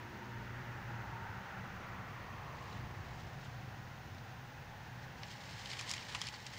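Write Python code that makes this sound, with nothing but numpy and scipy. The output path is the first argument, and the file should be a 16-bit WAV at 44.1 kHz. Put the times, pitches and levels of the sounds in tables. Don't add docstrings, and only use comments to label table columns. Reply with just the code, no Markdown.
import sys
import numpy as np
from scipy import signal
from scipy.fft import rfft, irfft, next_fast_len
from scipy.io import wavfile

SR = 44100
rng = np.random.default_rng(int(sys.argv[2]) if len(sys.argv) > 2 else 0)


def store_pcm(level_fs):
    pcm = np.round(np.clip(level_fs, -1, 1) * 32767).astype(np.int16)
    wavfile.write(sys.argv[1], SR, np.atleast_2d(pcm).T)


N = 290178
TIME = np.arange(N) / SR


def from_db(db):
    return 10 ** (np.asarray(db) / 20)


def unit_power(x):
    return x / np.sqrt(np.mean(x ** 2) + 1e-20)


def curve(rows):
    return np.interp(TIME, *np.transpose(rows))


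def drift(rate_hz):
    step = 8
    size = next_fast_len(N // step + 2)
    hz = np.arange(size // 2 + 1) * SR / step / size
    slow = irfft(rfft(rng.standard_normal(size)) / (1 + (hz / rate_hz) ** 2), size)
    return np.interp(np.arange(N) / step, np.arange(size), unit_power(slow))


def noise(spectrum):
    hz = np.maximum(np.arange(N // 2 + 1) * SR / N, 1)
    points_hz, db = np.transpose(spectrum)
    skirts = np.minimum(1, np.minimum(hz / points_hz[0], points_hz[-1] / hz)) ** 4
    colour = from_db(np.interp(np.log(hz), np.log(points_hz), db))
    return unit_power(irfft(rfft(rng.standard_normal(N)) * skirts * colour, N))


def resonate(x, hz, width_hz):
    r = np.exp(-np.pi * width_hz / SR)
    b = np.array([1, 0, -1]) * (1 - r * r) / 2
    a = [1, -2 * r * np.cos(2 * np.pi * hz / SR), r * r]
    return signal.lfilter(b, a, signal.lfilter(b, a, x + 1e-18) + 1e-18)


def swell(peak_s, db, half_s):
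    return from_db(db) * np.exp(-.5 * ((TIME - peak_s) / half_s) ** 2)


def gliding_band(hz, width_hz):
    phase = 2 * np.pi * np.cumsum(hz) / SR
    return drift(width_hz) * np.cos(phase) + drift(width_hz) * np.sin(phase)


def passing_bands(rows):
    return sum(swell(peak_s, db, half_s) * gliding_band(hz + glide * (TIME - peak_s), width_hz)
               for peak_s, db, half_s, hz, glide, width_hz in rows)


# time_s, level_db
ROAR_LEVEL = [(0, -54), (1.5, -52.5), (2.5, -52.5), (3.4, -56.5), (4.5, -57), (5.9, -54.5), (6.58, -57)]
# frequency_hz, relative_db
ROAR_SPECTRUM = [(200, 3.5), (270, -7.5), (360, -6), (440, -2), (540, -0.5), (650, -2), (800, 0),
                 (1000, 0.5), (1250, -5.5), (1550, -5), (1850, 0.5), (2250, -6), (2800, -10), (3800, -26)]
TYRE_HISS_SPECTRUM = [(1600, -35), (2500, 0), (3500, -2), (4500, -5), (5500, -7.5), (6500, -8),
                      (7300, -17.5), (8500, -31)]
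def tyres(hiss_db=-65):
    roar = from_db(curve(ROAR_LEVEL)) * noise(ROAR_SPECTRUM)
    hiss = from_db(hiss_db + .5 * drift(7.3)) * noise(TYRE_HISS_SPECTRUM)
    return roar + hiss


def passing_car(pass_s=2.05, turn_s=.55, approach_hz=1475, leaving_hz=1010.6):
    gone = .5 + .5 * np.tanh((TIME - pass_s) / turn_s)
    centre_hz = approach_hz + (leaving_hz - approach_hz) * gone
    return swell(peak_s=1.51, db=-53.5, half_s=1.4) * gliding_band(centre_hz, width_hz=290)


# peak_s, level_db, half_length_s, pitch_hz, glide_hz_per_s, width_hz
TREAD_WHINES = [(.3, -59, 0.25, 926, -30, 32), (1.15, -53.5, .26, 910, -29.5, 31.8),
                (1.3, -59, 0.67, 803, -28.5, 50), (2.6, -63, 0.31, 885, -100, 81.3),
                (3.3, -63.5, 0.84, 752.6, 0, 82), (4.75, -60.5, 0.96, 820, 30, 82),
                (6.3, -63, 0.65, 841, 0, 82)]
BRIGHT_ROARS = [(.75, -58, 0.23, 1828, 0, 260), (1.9, -63, 0.16, 2020, -0.5, 260),
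                (2.6, -59, 0.29, 1045, -82, 120.1), (3.5, -61.5, 0.68, 1537, -150, 260),
                (5.4, -60.5, 1.6, 1615, 100, 260)]
def tyre_swells():
    return passing_bands(TREAD_WHINES) + passing_bands(BRIGHT_ROARS)


# frequency_hz, relative_db
RUMBLE_SPECTRUM = [(20, -8), (30, -11), (42, -24), (55, -2), (70, -6), (95, 3), (120, 4), (150, 0),
                   (180, -8.5), (215, -8.5), (260, -17.5), (330, -13), (430, -24)]
# peak_s, level_db, half_length_s
RUMBLE_SURGES = [(1.095, -54, 0.26), (2.294, -53, 1.43), (2.793, -51, 0.075), (3.71, -54.5, 0.32)]
def rumble(between_cars_db=-55, waver_db=1.24):
    power = from_db(between_cars_db) ** 2 + sum(swell(*row) ** 2 for row in RUMBLE_SURGES)
    return np.sqrt(power) * from_db(waver_db * drift(3.8)) * noise(RUMBLE_SPECTRUM)


# time_s, firing_hz
FIRING_RATE = [(0, 60.3), (1.1, 59.04), (1.35, 60.9), (3.2, 60.96), (3.9, 62.8), (6.58, 61.2)]
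# time_s, level_db
DRONE_LEVEL = [(0, -65), (.4, -49.5), (1.1, -48.5), (1.3, -58.5), (2.3, -74), (3.7, -55.5), (5.4, -58.5),
               (6.58, -60)]
# firing_multiple, relative_db
EXHAUST_ORDERS = [(1, -12), (2, -1), (3, -23), (4, -13.5), (5, -20.5), (6, -13.5)]
def engine(wander=0.0129, flutter_db=2.0, rough_rad=0.18, fade_db_per_s=5):
    drone_db = curve(DRONE_LEVEL)
    overtone_db = -48 - fade_db_per_s * TIME
    firing_hz = curve(FIRING_RATE) * (1 + wander * drift(6.06))
    phase = 2 * np.pi * np.cumsum(firing_hz) / SR + rough_rad * drift(30)
    drone = 0
    for order, order_db in EXHAUST_ORDERS:
        level_db = (overtone_db if order > 2 else drone_db) + order_db + flutter_db * drift(19)
        drone = drone + from_db(level_db) * np.sin(order * phase + rng.uniform(0, 2 * np.pi))
    return np.sqrt(2) * drone


def far_hum(pitch_hz=256, level_db=-72):
    amplitude = np.sqrt(2) * from_db(level_db + 2 * drift(7.6))
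    return amplitude * np.sin(2 * np.pi * np.cumsum(pitch_hz + drift(3.2)) / SR)


# peak_s, level_db, half_length_s, pitch_hz, glide_hz_per_s, width_hz
FAR_ENGINE_NOTES = [(.6, -62, 0.42, 201.8, -9, 3.5), (1.65, -56, 0.34, 189.1, -6, 2.2),
                    (5.5, -64.5, 0.53, 178.2, 0.5, 6.7)]
def far_engines():
    return passing_bands(FAR_ENGINE_NOTES)


# pitch_hz, width_hz, gain_db
LEAF_MODES = [(1024, 710, -6.5), (2030, 650, -1), (3000, 910, -2.5), (3800, 850, -2.5), (4230, 1200, -3.5),
              (5320, 1600, -6.5), (6520, 490, -9), (7170, 810, -10.5), (8730, 2500, -23),
              (11500, 4100, -32.5)]
def leaf(clicks, body_db=0, edge_db=0):
    out = 0
    for k, (hz, width_hz, db) in enumerate(LEAF_MODES):
        colour_db = np.interp(hz, [1210, 2550, 4570, 6600], [body_db, 0, 0, edge_db])
        out = out + (-1) ** k * from_db(db + colour_db) * resonate(clicks, hz, width_hz)
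    return out


# peak_s, level_db, rise_s, fall_s
LEAF_BRUSHES = [(2.7, -62, .1, 0.087), (3.2, -64, 0.22, 0.23), (3.44, -63, 0.044, 0.11),
                (5.03, -64, .03, .04), (5.31, -54.5, 0.065, 0.042), (5.44, -58, 0.084, 0.19),
                (5.7, -48.5, 0.18, 0.23), (5.89, -44.5, 0.027, 0.018), (5.96, -50.5, .025, 0.24),
                (6.24, -51.5, 0.33, 0.22), (6.54, -53, 0.081, 0.14)]
def brushing_db(rest_db=-77.5):
    power = from_db(rest_db) ** 2
    for peak_s, db, rise_s, fall_s in LEAF_BRUSHES:
        envelope = np.exp(-np.maximum((peak_s - TIME) / rise_s, (TIME - peak_s) / fall_s))
        power = power + (from_db(db) * envelope) ** 2
    return 10 * np.log10(power)


def rustle(slips_per_s=3200, size_db=0.5, clump_db=2.1):
    sizes = from_db(size_db * np.minimum(rng.exponential(1, N), 4)) * rng.choice([-1, 1], N)
    slips = sizes * (rng.random(N) < slips_per_s / SR)
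    return from_db(brushing_db() + clump_db * drift(43)) * unit_power(leaf(slips))


def crinkles(per_s=14, over_rustle_db=.5, spread_db=6, low_hz=2350, high_hz=5640,
             body_db=-13, edge_db=-9, decay_s=0.0026):
    when, size, pitch = rng.random((int(per_s * N / SR), 3)).T
    starts_s = when * N / SR
    levels_db = np.interp(starts_s, TIME, brushing_db()) + over_rustle_db + spread_db * (2 * size - 1)
    rings_hz = low_hz * (high_hz / low_hz) ** pitch
    return [(s, db, body_db, edge_db, hz, decay_s) for s, db, hz in zip(starts_s, levels_db, rings_hz)]


# start_s, level_db, body_db, edge_db, ring_hz, decay_s
LEAF_SNAPS = [(4.146, -60, -6, -5, 3600, .003), (4.182, -58, -3, -7, 3860, .0018),
              (5.2331, -45, 0, -18, 2740, 0.00092), (5.6575, -45, -11, 0, 3084, .002),
              (5.7015, -45, -10, -8, 2100, 0.0036), (5.732, -44.5, -3, -4, 2420, .005),
              (5.7912, -42, 2, 4, 2520, .0067), (5.8105, -44, 9, 9, 1760, 0.002),
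              (5.893, -43, -19, 6, 5840, 0.0067), (5.905, -40.5, 3, -1, 2060, 0.0026),
              (5.9132, -35.5, -3, 7, 4940, 0.00098), (5.9366, -38, -1, 2.5, 2450, 0.0034),
              (5.979, -44, 5, -13, 2860, 0.0036), (6.1474, -36.5, 11, 3.5, 2840, 0.0078),
              (6.2149, -36, -2, 4.5, 3300, .0022), (6.2687, -42, -7, 1.5, 2280, 0.0035),
              (6.2858, -42, -5, 5, 2747, .0023), (6.3384, -45.5, 11, 3, 4430, .0062),
              (6.4647, -44.5, -11, 1, 3880, .0046)]
def snaps(tail_s=0.019, tail_db=-16, ring_db=5, ring_width_hz=520, bite_db=-29, bite_s=0.00066):
    out, t = np.zeros(2 * N), TIME[:SR // 16]
    attack = t < .005
    for start_s, db, body_db, edge_db, ring_hz, decay_s in list(LEAF_SNAPS) + crinkles():
        envelope = np.exp(-t / decay_s) + from_db(tail_db) * np.exp(-t / tail_s)
        cracks = rng.standard_normal(len(t)) * envelope
        ring = from_db(ring_db) * resonate(cracks, ring_hz, ring_width_hz)
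        bite = from_db(bite_db + edge_db) * cracks * np.exp(-t / bite_s)
        snap = leaf(cracks, body_db, edge_db) + ring + bite
        start = round(start_s * SR)
        out[start:start + len(t)] += from_db(db) * snap / snap[attack].std()
    return out[:N]


def scene():
    road = tyres() + passing_car() + tyre_swells() + rumble() + engine() + far_hum() + far_engines()
    return (road + rustle() + snaps())[None]


# frequency_hz, relative_db
MIC_HISS_SPECTRUM = [(1000, 3), (6000, 6.5), (8000, -2), (10000, -2), (13000, -3.5), (13900, 1),
                     (14300, -2), (14750, 11.5), (15600, 5)]
def record(dry):
    hiss_db, cutoff_hz = -70.0, 15650
    hissy = dry + from_db(hiss_db) * noise(MIC_HISS_SPECTRUM)
    return signal.sosfilt(signal.ellip(12, .1, 70, cutoff_hz, fs=SR, output="sos"), hissy)


dry = scene()
out = record(dry)
store_pcm(out)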